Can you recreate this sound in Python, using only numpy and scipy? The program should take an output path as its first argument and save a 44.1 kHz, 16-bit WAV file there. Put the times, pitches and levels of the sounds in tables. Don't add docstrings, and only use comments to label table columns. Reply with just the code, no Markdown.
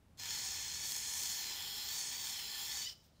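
import sys
import numpy as np
from scipy import signal
from scipy.fft import rfft, irfft
from scipy.io import wavfile
from scipy.ndimage import uniform_filter1d

SR = 44100
rng = np.random.default_rng(int(sys.argv[2]) if len(sys.argv) > 2 else 0)


def bounce(signal):
    frames = np.transpose(np.atleast_2d(signal))
    limited = np.clip(frames, -1, 1)
    pcm = np.round(limited * 32767).astype(np.int16)
    wavfile.write(sys.argv[1], SR, pcm)


def linear_from_db(decibels):
    return 10 ** (np.asarray(decibels, float) / 20)


N = 141120
T = np.arange(N) / SR

# time in seconds, flow in dB, aim (0 into the bore, 1 against the wall),
# fizz in dB, tuning of the bore as a factor.
HAND = [(.174, -66.5, .3, 6, 0.98), (.197, -47, 0.026, -9, 0.97), (.31, -40.5, 0.18, -1, 1.01),
        (.73, -43, 0.021, -3.5, 0.99), (.84, -42, 0.059, -1, 1.04), (.91, -40.5, 0.13, 5, 1.008),
        (1.02, -42, 0.12, 1.5, 0.99), (1.2, -39, 0.039, 2.5, 1.0), (1.37, -41, 0.15, 2, 1.01),
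        (1.49, -42.5, 0.32, -0.5, 0.96), (1.7, -43.5, 0.86, 6, 1), (1.85, -43, 0.56, 1.5, 0.97),
        (1.95, -41, 0.23, 2.5, 1.062), (2.08, -42, 0.026, -1, 1), (2.17, -42.5, 0.26, -3, 1.05),
        (2.3, -41.5, 0.22, -0.5, 1.01), (2.45, -44.5, 0.72, 2, 0.97), (2.65, -42.5, 0.65, 5, 0.99),
        (2.8, -41.5, 0.09, -3, 1.05)]
# time in seconds, flow in dB, share of bare gas (0-1).
CLOSING = [
    (2.835, -1, 0.037),
    (2.852, -6, 0.85),
    (2.864, -8.5, 1),
    (2.89, -8, 1),
    (2.928, -14, 1),
    (2.945, -27.5, 1),
    (3.025, -34, 0.75),
    (3.045, -29, 1),
    (3.11, -40, 0.87),
]
SPIT_S = 0.00076
ROOM_DB = -12.5


def evened(x):
    return x / np.sqrt(np.mean(x ** 2) + 1e-20)


def read(points, hz):
    f, value = np.transpose(points)
    return np.interp(np.log(hz + 1), np.log(f + 1), value)


def curves(rows, t):
    s, *columns = np.transpose(rows)
    return [np.interp(t, s, column) for column in columns]


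def wander(size):
    smooth = uniform_filter1d(rng.standard_normal(N), size)
    return evened(uniform_filter1d(smooth, size))


def resonate(x, hz, width):
    turn = np.exp(2j * np.pi * hz * T)
    r = np.exp(-np.pi * width / SR)
    return 2 * (turn * signal.lfilter([1 - r], [1, -r], x / turn)).real


def narrow_noise(air, hz, width):
    return evened(resonate(resonate(air, hz, width), hz, width))


def bump(hz, centre_hz, width):
    return 1 / (1 + (2 * (hz - centre_hz) / width) ** 2)


def whistle(modes, swell):
    air = rng.standard_normal(N)
    tones = sum(linear_from_db(db) * narrow_noise(air, hz, width) for hz, width, db in modes)
    return evened(tones) * linear_from_db(curves(swell, T)[0]) * (T > swell[0][0])


def room(x):
    t = T[:SR // 2]
    air = rng.standard_normal(len(t))
    low = signal.sosfilt(signal.butter(4, 6640, fs=SR, output="sos"), air)
    low_t60, top_t60 = 0.25, 0.16
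    tail = low * linear_from_db(-60 * t / low_t60) + (air - low) * linear_from_db(-60 * t / top_t60)
    tail = tail * (t > .004)
    return signal.fftconvolve(x, tail / np.linalg.norm(tail))[:N]


def garage():
    # frequency in Hz, level in dB per Hz.
    air_colour = [(26, -41), (45, -6), (67, -1), (108, -22), (177, -6), (326, -18.5), (615, -18),
                  (1350, -25.5), (15500, -39.5)]
    # frequency in Hz, width in Hz, level in dB.
    machinery = [(58, 34, -4), (84.7, 14, -3.5), (140, 25, -6)]
    # time in seconds, level in dB.
    hum_swell = [(0.0, -70), (.15, -65), (.4, -63.5), (1.2, -65), (1.8, -68), (2.07, -65), (2.3, -68.5),
                 (2.8, -68), (3.2, -70)]
    air_db, low_cut_hz = -72, 52
    hz = np.fft.rfftfreq(N, 1 / SR)
    gain = linear_from_db(read(air_colour, hz)) / (1 + (low_cut_hz / (hz + 1)) ** 8)
    air = evened(irfft(rfft(rng.standard_normal(N)) * gain, N))
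    hum = sum(linear_from_db(db) * evened(resonate(rng.standard_normal(N), f, width)) for f, width, db in machinery)
    return linear_from_db(air_db) * air + hum * linear_from_db(curves(hum_swell, T)[0])


def drained():
    # frequency in Hz, width in Hz, level in dB.
    ring = [(3030, 70, -3), (5050, 90, 0), (5430, 110, -3), (4860, 60, -6)]
    # time in seconds, level in dB.
    ring_swell = [(2.83, -80), (2.87, -60), (2.888, -58), (2.9, -53), (2.915, -60), (2.94, -64),
                  (2.97, -68), (2.985, -75), (3.01, -73), (3.06, -88)]
    return whistle(ring, ring_swell)


def straw():
    # frequency in Hz, width in Hz, level in dB.
    column = [(3020, 120, 0), (4500, 120, 0), (5850, 150, -3), (7000, 150, -3)]
    # time in seconds, level in dB.
    column_swell = [(2.7, -88), (2.8, -50), (2.835, -52), (2.855, -44), (2.875, -52), (2.94, -72.5),
                    (3.0, -81), (3.06, -91)]
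    return whistle(column, column_swell)


def valve():
    # time in seconds, fundamental in Hz, level in dB,
    # level of the odd partials in dB, lost when the seat beats twice as fast.
    squeal = [
        (2.84, 890, -54, 0),
        (2.856, 905, -41, 0),
        (2.865, 985, -41, 0),
        (2.874, 1005, -39, 0),
        (2.883, 1018, -45, 0),
        (2.887, 985, -44, -25),
        (2.892, 915, -44, -30),
        (2.897, 825, -43, -30),
        (2.902, 745, -49, -30),
        (2.908, 680, -66, -30),
    ]
    # frequency in Hz, level in dB.
    squeal_tone = [(1650, -30), (2000, -14), (2680, -24), (3000, 1), (3300, -9), (3900, -14), (4800, -3),
                   (6100, -13), (8000, -28)]
    hz, db, odd_db = curves(squeal, T)
    turns = np.cumsum(hz * (1 + 0.0068 * wander(size=60))) / SR
    tone = 0
    for k in range(2, 10):
        partial_db = read(squeal_tone, k * hz) + k % 2 * odd_db
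        tone = tone + linear_from_db(partial_db) * np.sin(2 * np.pi * k * turns)
    sounding = (T > squeal[0][0]) * (T < squeal[-1][0])
    return tone * linear_from_db(db + 1.5 * wander(size=80)) * sounding


def ticks():
    # time in seconds, level in dB, frequency in Hz, length in seconds, width as a share of frequency.
    puffs = [
        (.174, -63, 5200, .001, .8),
        (.1805, -63, 3200, .0015, .7),
        (2.984, -74, 13000, .003, .06),
        (3.045, -80, 8700, .012, .05),
        (3.055, -78, 14500, .028, .2),
        (3.18, -78, 4100, .03, .09),
    ]
    air = rng.standard_normal(N)
    out = np.zeros(N)
    for s, db, hz, length, share in puffs:
        out += narrow_noise(air, hz, share * hz) * linear_from_db(db) * np.exp(-((T - s) / length) ** 2)
    return out


def blobs():
    # time in seconds, level in dB.
    large_drops = [(0.2354, -30.5), (0.2575, -29), (0.9213, -24.5), (0.9661, -26), (1.2354, -27),
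                   (1.2736, -31), (1.8882, -33), (2.0122, -32), (2.2452, -27), (2.7283, -36), (2.772, -27),
                   (2.8225, -40)]
    out = np.zeros(N)
    for s, db in large_drops:
        out += linear_from_db(db - 11.5) * np.exp(-np.maximum(T - s, 0) / SPIT_S) * (T > s - .0005)
    return out


def jet():
    flutter_db, surge_db = 0.5, 0.22
    spits_per_s, spit_spread_db, spit_db = 500, 2, -7.5
    unsteady_db = flutter_db * wander(size=24) + surge_db * wander(size=1200)
    hiss = rng.standard_normal(N) * linear_from_db(unsteady_db)
    sizes_db = spit_spread_db * np.minimum(rng.exponential(1, N), 2.5)
    drops = (rng.random(N) < spits_per_s / SR) * linear_from_db(sizes_db)
    bursts = signal.lfilter([1], [1, -np.exp(-1 / (SPIT_S * SR))], drops)
    spits = bursts * rng.standard_normal(N)
    return evened(hiss) + linear_from_db(spit_db) * evened(spits)


def colouring(hz, t):
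    # frequency in Hz, level in dB per Hz.
    bore = [(150, -33), (250, -16), (669, -20), (867, -16), (1730, -12), (2800, -10.5), (6540, 0),
            (9390, -12.5), (15500, -18.5)]
    # frequency in Hz, level in dB per Hz.
    wall = [(150, -52), (250, -11), (553, -17.5), (1760, -12), (2620, -5.5), (4320, -4), (6000, -4.5),
            (7130, -12), (15500, -26)]
    # frequency in Hz, level in dB per Hz.
    bare_gas = [(300, -16.5), (2300, -12.5), (3000, -2), (4300, -1), (5200, 2.5), (7700, -10), (8800, -7),
                (10400, -24), (14500, -11)]
    # frequency in Hz, width in Hz, dB at the bore, dB at the wall.
    part = [(834, 146, 8, 11), (1110, 66, 2, 5.5), (1762, 35, 11, 10.5), (2420, 570, 3, -4.5),
            (6300, 170, 4.5, -5), (6870, 160, 5, 0), (7380, 570, 3, 8.5), (8070, 190, 5.5, -5.5),
            (8850, 390, 6, -6), (10120, 310, 6.5, -2), (11800, 180, 5, -1.5), (13800, 720, 5, -2.5),
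            (15200, 540, 8.5, 4)]
    # frequency in Hz, width in Hz, dB at the bore, dB at the wall.
    bench = [(650, 150, -8, -8), (1300, 110, -7, -6), (1610, 60, -5, -4), (2800, 180, -9, -9),
             (5880, 250, -3, -12), (6250, 500, 0, -7), (7750, 250, -1, -9), (8310, 120, -8, -5),
             (9500, 200, -5, -3), (10400, 400, -4, -6), (11300, 120, -6, 0), (12050, 200, -3, -4),
             (14400, 300, -3, 0)]
    # frequency in Hz, width in Hz, dB at the bore, dB at the wall.
    cavity = [(3246, 580, 6, 7.5), (3920, 305, -8, -3.5), (4288, 265, 11, 6.5), (4710, 136, -11, -10),
              (5210, 140, 6, 5), (5550, 110, 4, 8.5)]
    # time in seconds, mist frequency in Hz, mist level in dB, rim level in dB.
    mist = [(.18, 14300, 6, 0), (.3, 13800, 5, 1), (.45, 14000, 2, 1), (.65, 15100, 6, 0),
            (.8, 13200, 2, -2), (.9, 13900, 5, 1), (1.02, 13500, 1, -2), (1.2, 13700, 4, 1),
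            (1.33, 13500, 3, 0), (1.4, 13700, 5, 5), (1.47, 13400, 6, 1), (1.57, 13700, 11, 3),
            (1.7, 13900, 10, 5), (1.8, 13600, 10, 3), (1.93, 13800, 9, 4), (2.02, 12800, 2, 0),
            (2.06, 14900, 1, 1), (2.15, 14700, 8, 4), (2.25, 14300, 8, 6), (2.33, 13500, 8, 4),
            (2.39, 12200, 5, 8), (2.45, 11300, 3, 12), (2.49, 13600, 6, 8), (2.57, 13700, 10, 4),
            (2.62, 14200, 11, 6), (2.7, 14000, 10, 2), (2.77, 13500, 4, 3), (2.84, 14000, 0, 6)]
    # time in seconds, length in seconds, frequency
    # in Hz, width in Hz, change in dB.
    band_changes = [(.62, .15, 12000, 1500, -1), (0.92, .04, 13000, 700, -2), (1.5, .07, 11700, 890, -8),
                    (1.5, 0.17, 9800, 1000, -5), (1.65, 0.15, 7900, 1100, -3), (1.68, .13, 6200, 300, -5),
                    (2.0, .06, 13000, 970, -3), (2.16, .07, 11300, 1500, -3), (1.4, 0.063, 8400, 710, -11),
                    (2.2, .1, 4270, 220, -2), (2.2, 0.27, 8650, 1000, 4.5), (2.55, 0.13, 8300, 1200, -5),
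                    (2.52, .1, 5600, 290, -6.5), (1.9, .06, 8800, 1000, -6), (2.875, 0.027, 1200, 800, -6),
                    (1.46, 0.13, 10700, 550, 6), (1.8, .07, 16000, 600, 8)]
    fizz_hz, fizz_octaves = 10300, 0.78
    ripple_db, patch_db, top_patch_db = 1.4, .8, 1.5

    _, aim, fizz_db, tuning = curves(HAND, t)
    gas = curves(CLOSING, t)[1]
    f = hz[:, None]

    ripple = evened(uniform_filter1d(rng.standard_normal((2, len(hz))), size=2))
    into_bore, on_wall = np.array([read(bore, hz), read(wall, hz)]) + ripple_db * ripple
    field = np.outer(into_bore, 1 - aim) + np.outer(on_wall, aim)
    field += fizz_db * np.exp(-(np.log2((f + 1) / fizz_hz) / fizz_octaves) ** 2)

    for rows, scale in (([*part, *bench], 1), (cavity, tuning)):
        for centre, width, bore_db, wall_db in rows:
            field += (bore_db + (wall_db - bore_db) * aim) * bump(f, centre * scale, width)

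    mist_hz, mist_db, rim_db = curves(mist, t)
    field += mist_db * bump(f, mist_hz, 1460) + rim_db * bump(f, 15200, 1100)
    field = (1 - gas) * field + gas * read(bare_gas, f)

    for s, length, centre, width, db in band_changes:
        field += db * bump(f, centre, width) * np.exp(-((t - s) / length) ** 2)

    patches = rng.standard_normal((len(t), len(hz))).T
    patches = uniform_filter1d(patches, size=14, axis=0)
    patches = evened(uniform_filter1d(patches, size=40, axis=1))
    return field + np.where(f > fizz_hz, top_patch_db, patch_db) * patches


def spray():
    flow_db = curves(HAND, T)[0] + curves(CLOSING, T)[0]
    source = jet() * (linear_from_db(flow_db) + blobs()) * (T > HAND[0][0])
    hz, t, z = signal.stft(source + linear_from_db(ROOM_DB) * room(source), SR, nperseg=1024, noverlap=896)
    gain = linear_from_db(colouring(hz, t))
    gain = gain / np.sqrt((gain ** 2).mean(axis=0))
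    return signal.istft(z * gain, SR, nperseg=1024, noverlap=896)[1][:N]


def scene():
    can = straw() + valve() + ticks()
    mix = garage() + drained() + can + linear_from_db(ROOM_DB) * room(can) + spray()
    return np.tile(mix, (2, 1))


def roll_off(x):
    return signal.sosfilt(signal.butter(12, 15900, fs=SR, output="sos"), x)


def record(dry):
    edge = signal.firwin(2047, 15730, window=("kaiser", 9), fs=SR)
    return roll_off(signal.oaconvolve(dry, edge[None], "same"))


dry = scene()
out = record(dry)
bounce(out)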